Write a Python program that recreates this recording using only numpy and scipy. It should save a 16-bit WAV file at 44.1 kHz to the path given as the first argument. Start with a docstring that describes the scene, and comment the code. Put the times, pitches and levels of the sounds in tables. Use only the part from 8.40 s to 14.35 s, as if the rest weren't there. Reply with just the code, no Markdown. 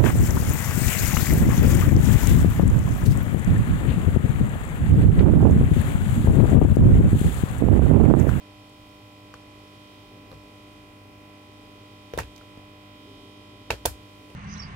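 """Remote control and disc player lid

A quiet room, heard on a phone's two microphones: a transformer buzzes steadily at overtones of the
mains, over room air and a faint treble hiss. Close by, fingers press a remote control lying on
a desk, so that its shell ticks and the desk top thuds. Then, a little to the right, the lid of a small
plastic disc player is unlatched, swings open and is pushed shut with two clacks."""
import sys
import numpy as np
from scipy import signal
from scipy.fft import rfft, irfft
from scipy.io import wavfile
from scipy.ndimage import uniform_filter1d

SR = 44100
rng = np.random.default_rng(int(sys.argv[2]) if len(sys.argv) > 2 else 0)


def write(x):
    x = np.atleast_2d(x).T
    wavfile.write(sys.argv[1], SR, np.round(np.clip(x, -1, 1) * 32767).astype(np.int16))


N = 262395

# Room air spectrum: pitch_hz, density_db (per Hz)
AIR_SPECTRUM = [(25, -91), (60, -87), (170, -91), (400, -88), (660, -93), (1300, -99), (1800, -101),
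                (2400, -97.5), (3400, -99.5), (5400, -103), (6600, -107.5), (11000, -109), (16000, -111)]
# Room resonances that the air keeps ringing: pitch_hz, width_hz, base_level_db
ROOM_MODES = [(41.6, 9.8, -64), (70.6, 6, -67.5), (110.9, 23, -60.5), (261.4, 76, -61), (398, 96, -64.5),
              (784, 145, -65)]
# Swell of the resonances at 200-500 Hz: time_s, gain_db
LOW_MID_SWELL = [(0, -3), (1.5, -2), (1.75, 5), (2.05, -1), (3.2, 0), (3.38, 4), (3.55, 0), (4.5, -1.5),
                 (4.72, 7.5), (4.95, 2.5), (5.7, 1.5), (5.95, 2)]
# Faint treble hiss: pitch_hz, width_hz, base_level_db
HISS_BANDS = [(4400, 500, -73.5), (5300, 400, -74), (7400, 900, -78), (11000, 1100, -77.5)]
# Swell of the hiss, with a brief hand rustle near 2 s: time_s, gain_db
HISS_SWELL = [(0, 1), (1.35, 0), (1.5, -8), (1.85, -6), (1.95, 1), (2.1, 0), (2.2, -7), (3.0, -4),
              (4.3, -3), (5.95, -3)]
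# Strongest overtones of the buzz: mains_multiple, rms_db, left_minus_right_db, left_lead_rad
BUZZ_LINES = [(2, -56.0, 1, 0.1), (3, -67.5, 3, 0.4), (4, -60.0, -2, -0.4), (6, -54.5, 0, -0.1),
              (8, -67.0, 5, 0.0), (9, -72.0, 11, 0.0), (10, -66.5, -5, -0.5), (12, -59.5, 6, -0.2),
              (20, -58.0, -11, -1.2), (21, -71.5, -2, -2.3), (22, -67.0, -8, 1.4), (23, -74.5, 5, 2.0),
              (26, -68.0, -9, 2.6), (27, -68.5, -8, -1.8), (39, -71.5, 1, 0.8), (40, -73.0, -5, 0.7),
              (41, -70.0, -5, 0.8), (42, -74.5, -1, 2.5), (47, -70.0, 1, 1.2), (48, -71.0, 4, -2.8),
              (49, -65.0, -3, -0.4), (50, -68.5, -10, -0.4), (54, -73.0, 3, -0.9), (56, -73.5, -2, -1.2),
              (61, -66.0, -15, -0.3), (65, -67.0, -13, -0.5), (67, -71.5, -15, -1.9),
              (71, -71.5, -11, -2.6), (75, -68.5, -8, -2.6)]
# Mean level of each other overtone, even and odd multiples: pitch_hz, level_db
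BUZZ_EVEN = [(50, -94), (1300, -78), (1750, -82), (2300, -76), (3000, -77.5), (3800, -88), (4500, -86),
             (6500, -94), (15500, -104)]
BUZZ_ODD = [(50, -84), (1200, -77), (1700, -84), (2200, -78), (4000, -79), (4500, -83), (5400, -85),
            (6500, -92), (15500, -103)]
# Where in the mains cycle each group of overtones peaks: up_to_hz, cycle_share, scatter_rad
BUZZ_PEAKS = [(800, -.09, 0), (1800, 0, 3), (2200, .29, .5), (2650, .59, .4), (3400, .24, .8),
              (16000, 0, 3)]
# Room tail: pitch_hz, width_hz, gain_db, t60_s
TAIL_BANDS = [(704, 700, -37, 0.13), (1600, 620, -32.5, 0.13), (2730, 2200, -34, 0.11),
              (4700, 2700, -38, 0.19), (7500, 3800, -41, 0.22), (11500, 5000, -34, 0.16)]
# Modes of the desk top, the remote's shell and the player: pitch_hz, relative_db, t60_s
DESK_MODES = [(49, -30, 0.1), (58.9, -6, 0.31), (72.8, -2.5, 0.22), (105.4, -3, 0.17), (137.3, 1, 0.104)]
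SHELL_MODES = [(295, 14, 0.013), (500, 8, 0.028), (700, 3, 0.015), (1200, 7, 0.012), (1450, 7, 0.009),
               (2600, 7, 0.007)]
PLAYER_MODES = [(270, 0, .03), (400, -3, .025), (470, 0, .035), (560, 1, .025), (690, -2, .018),
                (900, -1, .02), (1100, -1, .016), (1350, -2, .02), (1550, 1, .013), (1750, 1, .011),
                (2400, -4, .016), (2620, -1, .011), (3100, -9, .008), (3550, -3, .009), (4300, -8, .008)]
# Balance at the microphones, for desk and remote and for the player: pitch_hz, left_minus_right_db
DESK_BALANCE = [(300, 1), (550, 6), (1000, -2), (4400, -2), (13000, -3)]
PLAYER_BALANCE = [(300, 1), (550, 3), (900, -8), (1300, -1), (1800, 0), (2600, -9), (3500, -13), (4400, -4),
                  (5500, -8), (7000, -4), (11500, -6), (15000, -3)]
# Taps of the remote, peak levels: start_s, desk_db, shell_hz, shell_db, crack_hz, crack_db
REMOTE_TAPS = [(.2945, -73, 1500, -70, 7500, -54), (.9402, -54, 1320, -31.5, 6000, -44.5),
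               (1.7740, -55, 298, -44, 6000, -66), (1.9155, -47, 800, -39, 3700, -42.5),
               (1.9270, -55, 520, -37, 4500, -50), (1.9400, -60, 500, -50, 5000, -50),
               (1.9470, -40.5, 400, -56, 7000, -60)]
# Blows of latch and lid, peak levels: start_s, case_hz, case_db, lid_hz, lid_db, crack_hz, crack_db
LID_BLOWS = [(3.7363, 534, -23, 1450, -37, 3350, -31.5), (3.7761, 463, -18, 3460, -27, 13500, -29),
             (3.784, 790, -33, 1100, -26, 3000, -34), (3.7880, 890, -18, 1730, -19, 6460, -24),
             (3.7958, 706, -30, 2400, -37, 4500, -34), (3.7994, 600, -32, 1940, -27, 6500, -34),
             (3.8034, 603, -27.5, 2900, -31, 6000, -32), (3.808, 605, -38, 2470, -38, 5500, -39),
             (3.821, 500, -37, 2210, -36, 4500, -46), (3.833, 500, -42, 2560, -39, 4000, -45),
             (3.961, 500, -58, 3700, -60, 5200, -41), (3.979, 503, -62, 2500, -46, 5430, -43.5),
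             (4.012, 400, -47, 1360, -43.5, 6000, -66), (4.174, 255, -38, 2400, -54, 6000, -54),
             (5.3035, 474, -20, 1750, -19, 4000, -28), (5.3056, 880, -16.5, 2510, -14, 5170, -22),
             (5.3296, 500, -29, 2600, -47, 5000, -50), (5.339, 500, -29, 2500, -34, 5000, -46),
             (5.4542, 674, -14, 1590, -23.5, 6040, -17), (5.4573, 740, -17.5, 3940, -17, 10400, -9),
             (5.9020, 500, -41, 2500, -49.5, 8000, -49.5)]

MAINS_HZ, WHINE_ABOVE_HZ, WHINE_WAVER_DB = 50.018, 2900, 1.6
BUZZ_SCATTER_DB, BUZZ_IN_STEP_HZ, BUZZ_WAVER_S = 3.2, 800, 1e-5
CRACK_T60_S, CRACK_EDGE_HZ, CRACK_EDGE_DB = 0.02, 11900, -8.5
DESK_UNDER_CASE_DB = -12
BOUNCE_OVER_DB, BOUNCE_GAP_S, BOUNCE_GAP_RATIO = -17.2, .0085, 0.94
BOUNCE_CASE_HZ, BOUNCE_LID_HZ, BOUNCE_CRACK_HZ = 440, 2280, 5950
BOUNCE_LOSS_DB, BOUNCE_CRACK_LOSS_DB = -11, -8.5
MIC_LOW_HZ, MIC_TOP_HZ = 36, 15750


def undb(db):
    """Decibels to gain."""
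    return 10 ** (np.asarray(db) / 20)


def curve(table, hz):
    """A spectrum read on a log-frequency axis."""
    pitches, values = np.transpose(table)
    return np.interp(np.log(np.maximum(hz, 1)), np.log(pitches), values)


def band(x, hz, width_hz):
    """Resonant band-pass, gain 1 at the centre."""
    return signal.lfilter(*signal.iirpeak(hz, hz / width_hz, SR), x)


def steep_band(x, hz, width_hz):
    """The same band-pass twice, for steeper skirts."""
    return band(band(x, hz, width_hz), hz, width_hz)


def drift(rate_hz):
    """Smooth random wander with standard deviation 1."""
    hold = int(SR / rate_hz)
    steps = np.repeat(rng.standard_normal(N // hold + 1), hold)
    level = uniform_filter1d(uniform_filter1d(steps, hold), hold)[:N]
    return level / level.std()


def unit_peak(pair):
    """Scale the mean power of both microphones to peak at 1."""
    return pair / np.sqrt(np.mean(pair ** 2, axis=0).max())


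def add(out, start_s, sound):
    """Mix a sound in at start_s."""
    i = int(start_s * SR)
    out[:, i:i + sound.shape[1]] += sound[:, :N - i]


def room_air():
    """Broad room noise, alike left and right only in the bass, with a few swelling resonances."""
    hz = np.fft.rfftfreq(N, 1 / SR)
    alike = np.clip(1.0 - (hz / 750) ** 2, 0, .8)
    spectrum = rfft(rng.standard_normal((2, N))) * undb(curve(AIR_SPECTRUM, hz)) * np.sqrt(SR / 4)
    mid, side = spectrum * np.sqrt([1 + alike, 1 - alike])
    out, swell = 0, drift(2.38)
    # each octave drifts with the whole and flickers a little on its own
    for octave in range(4, 16):
        share = np.cos(np.pi / 2 * np.clip(np.log2(hz + 1) - octave, -1, 1)) ** 2
        noise = irfft([(mid + side) * share, (mid - side) * share], N)
        out = out + noise * undb(0.5 * swell + 1.1 * drift(3.4))
    low_mid_db = np.interp(np.arange(N) / SR, *np.transpose(LOW_MID_SWELL))
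    for pitch_hz, width_hz, db in ROOM_MODES:
        shared, own = rng.standard_normal(N), rng.standard_normal((2, N))
        # below 100 Hz each microphone also feels its own draught
        apart = min(pitch_hz / 1200, 1) if pitch_hz > 100 else .6
        drone = steep_band(np.sqrt(1 - apart ** 2) * shared + apart * own, pitch_hz, width_hz)
        out += drone / drone.std() * undb(db + 0.53 * drift(3.36) + (200 < pitch_hz < 500) * low_mid_db)
    return out


def treble_hiss():
    """Faint treble hiss that comes and goes, with a brief hand rustle near 2 s."""
    out = 0
    for hz, width_hz, db in HISS_BANDS:
        hiss = steep_band(rng.standard_normal((2, N)), hz, width_hz)
        out = out + undb(db) * hiss * np.sqrt(SR / width_hz * 2 / np.pi)
    return out * undb(np.interp(np.arange(N) / SR, *np.transpose(HISS_SWELL)))


def transformer_buzz():
    """One mains cycle built from its overtones and repeated, wavering slightly."""
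    size = 2 ** 14
    multiples = np.arange(1, 311)
    hz = multiples * MAINS_HZ
    chance = rng.standard_normal((len(hz), 4)).T
    db = np.where(multiples % 2, curve(BUZZ_ODD, hz), curve(BUZZ_EVEN, hz)) + BUZZ_SCATTER_DB * chance[:2]
    # weak high overtones reach the microphones by way of the walls, out of step
    lead = np.pi * np.minimum(hz / BUZZ_IN_STEP_HZ, 1) ** 2 * chance[2]
    for multiple, rms_db, balance_db, lead_rad in BUZZ_LINES:
        gains = undb([balance_db / 2, -balance_db / 2])
        db[:, int(multiple) - 1] = rms_db + 20 * np.log10(gains / np.sqrt(np.mean(gains ** 2)))
        lead[int(multiple) - 1] = lead_rad
    mics = undb(db) * np.exp(.5j * np.array([lead, -lead]))
    up_to_hz, cycle_share, scatter_rad = np.transpose(BUZZ_PEAKS)
    group = np.searchsorted(up_to_hz, hz)
    phase = scatter_rad[group] * chance[3] - 2 * np.pi * multiples * cycle_share[group]
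    phase -= np.angle(mics.sum(axis=0))
    lines = np.zeros((2, size // 2 + 1), complex)
    lines[:, multiples] = mics * np.sqrt(2) * size / 2 * np.exp(1j * phase)
    # the whine at the top of the buzz swells and fades on its own
    high = np.arange(size // 2 + 1) * MAINS_HZ > WHINE_ABOVE_HZ
    cycles = irfft([lines * ~high, lines * high], size)
    place = (np.arange(N) / SR + BUZZ_WAVER_S * drift(8.9)) * MAINS_HZ % 1 * size
    buzz, whine = np.array([[np.interp(place, np.arange(size), cycle, period=size) for cycle in pair]
                            for pair in cycles])
    return undb(0.4 * drift(7.0)) * buzz + undb(WHINE_WAVER_DB * drift(2.86)) * whine


def room_tail(hits):
    """A small furnished room answers briefly: the energy of each band dies away as diffuse noise."""
    t = np.arange(SR // 3) / SR
    onset, out = 1 - np.exp(-t / 0.0036), 0
    for hz, width_hz, gain_db, t60_s in TAIL_BANDS:
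        energy = np.mean(band(hits, hz, width_hz) ** 2, axis=0)
        decay = onset * np.exp(-np.log(1000) * t / t60_s)
        lingering = signal.fftconvolve(energy, decay ** 2)[:N]
        noise = steep_band(rng.standard_normal((2, N)), hz, width_hz)
        out = out + undb(gain_db) * np.sqrt(np.maximum(lingering, 0)) * noise / noise.std()
    return out


def ring(modes, balance, near_hz, rise_cycles, octaves=1.0):
    """One blow on a set of modes, peak 1; modes far from near_hz are hardly woken."""
    hz, db, t60_s = np.array(modes, float).T[:, :, None]
    detune, scatter, path = rng.standard_normal((3,) + hz.shape)
    t = np.arange(SR // 4) / SR
    phase = 2 * np.pi * hz * (1 + 0.018 * detune) * t
    db = db + 1.5 * scatter - 6 * (np.log2(hz / near_hz) / octaves) ** 2
    envelope = undb(db) * np.exp(-np.log(1000) * t / t60_s) * (1 - np.exp(-t * hz / rise_cycles))
    # the two microphones hear high modes along different paths
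    lead = np.clip(hz / 700, .4, 1.2) * path
    partials = [-envelope * np.sin(phase + side * lead / 2) * undb(side * curve(balance, hz) / 2)
                for side in (1, -1)]
    return unit_peak(np.sum(partials, axis=1))


def plastic_crack(hz, width_ratio, balance):
    """The bright snap of hard plastic: a short burst of treble noise, peak 1."""
    t = np.arange(SR // 4) / SR
    shared, own = rng.standard_normal(len(t)), rng.standard_normal((2, len(t)))
    burst = (shared + 1.73 * own) * np.exp(-np.log(1000) * t / CRACK_T60_S) * (1 - np.exp(-t / 0.00012))
    body = unit_peak(steep_band(burst, hz, width_ratio * hz))
    edge = undb(CRACK_EDGE_DB) * unit_peak(band(burst, CRACK_EDGE_HZ, width_hz=5100))
    balance_db = curve(balance, hz)
    return unit_peak((body + edge) * undb([[balance_db / 2], [-balance_db / 2]]))


def desk_thud():
    """The desk top swings up slowly, its deepest modes last."""
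    return -ring(DESK_MODES, DESK_BALANCE, near_hz=55, rise_cycles=0.46, octaves=2.2)


def remote_control():
    """Close to the phone, keys and shell tap on the desk."""
    out = np.zeros((2, N))
    for start_s, desk_db, shell_hz, shell_db, crack_hz, crack_db in REMOTE_TAPS:
        desk = undb(desk_db) * desk_thud()
        shell = undb(shell_db) * ring(SHELL_MODES, DESK_BALANCE, shell_hz, rise_cycles=0.59)
        crack = undb(crack_db) * plastic_crack(crack_hz, 0.8, DESK_BALANCE)
        add(out, start_s, desk + shell + crack)
    return out


def spread(db, soft, hard):
    """A harder blow widens the crack and the lid's ring, and narrows the case's ring."""
    return np.interp(db, (-45, -20), (soft, hard))


def lid_blow(case_hz, case_db, lid_hz, lid_db, crack_hz, crack_db):
    """One blow snaps the plastic and rings the desk, the player's case and its lid."""
    desk = undb(case_db + DESK_UNDER_CASE_DB) * desk_thud()
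    crack = plastic_crack(crack_hz, spread(crack_db, 0.8, 1.24), PLAYER_BALANCE)
    case = ring(PLAYER_MODES, PLAYER_BALANCE, case_hz, 0.64, octaves=spread(case_db, 0.91, 0.41))
    lid = ring(PLAYER_MODES, PLAYER_BALANCE, lid_hz, 1.1, octaves=spread(lid_db, .1, .4))
    return desk + undb(crack_db) * crack + undb(case_db) * case + undb(lid_db) * lid


def disc_player():
    """The loose lid opens and shuts; after a hard blow it bounces twice, quicker and weaker each time."""
    out = np.zeros((2, N))
    for start_s, case_hz, case_db, lid_hz, lid_db, crack_hz, crack_db in LID_BLOWS:
        add(out, start_s, lid_blow(case_hz, case_db, lid_hz, lid_db, crack_hz, crack_db))
        if case_db > BOUNCE_OVER_DB:
            for n in (1, 2):
                delay_s = BOUNCE_GAP_S * sum(BOUNCE_GAP_RATIO ** j for j in range(n))
                loss_db = n * BOUNCE_LOSS_DB
                bounce = lid_blow(BOUNCE_CASE_HZ, case_db + loss_db, BOUNCE_LID_HZ, lid_db + loss_db,
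                                  BOUNCE_CRACK_HZ, crack_db + n * BOUNCE_CRACK_LOSS_DB)
                add(out, start_s + delay_s, bounce)
    return out


def scene():
    """Close taps and clacks with their room tail, over buzz, air and hiss."""
    hits = disc_player() + remote_control()
    return hits + room_tail(hits) + transformer_buzz() + room_air() + treble_hiss()


def record(dry):
    """The phone cuts the deep bass and the very top."""
    dry = signal.sosfilt(signal.butter(3, MIC_LOW_HZ, "high", fs=SR, output="sos"), dry)
    return signal.sosfilt(signal.ellip(10, .2, 70, MIC_TOP_HZ, fs=SR, output="sos"), dry)


dry = scene()
out = record(dry)
write(out)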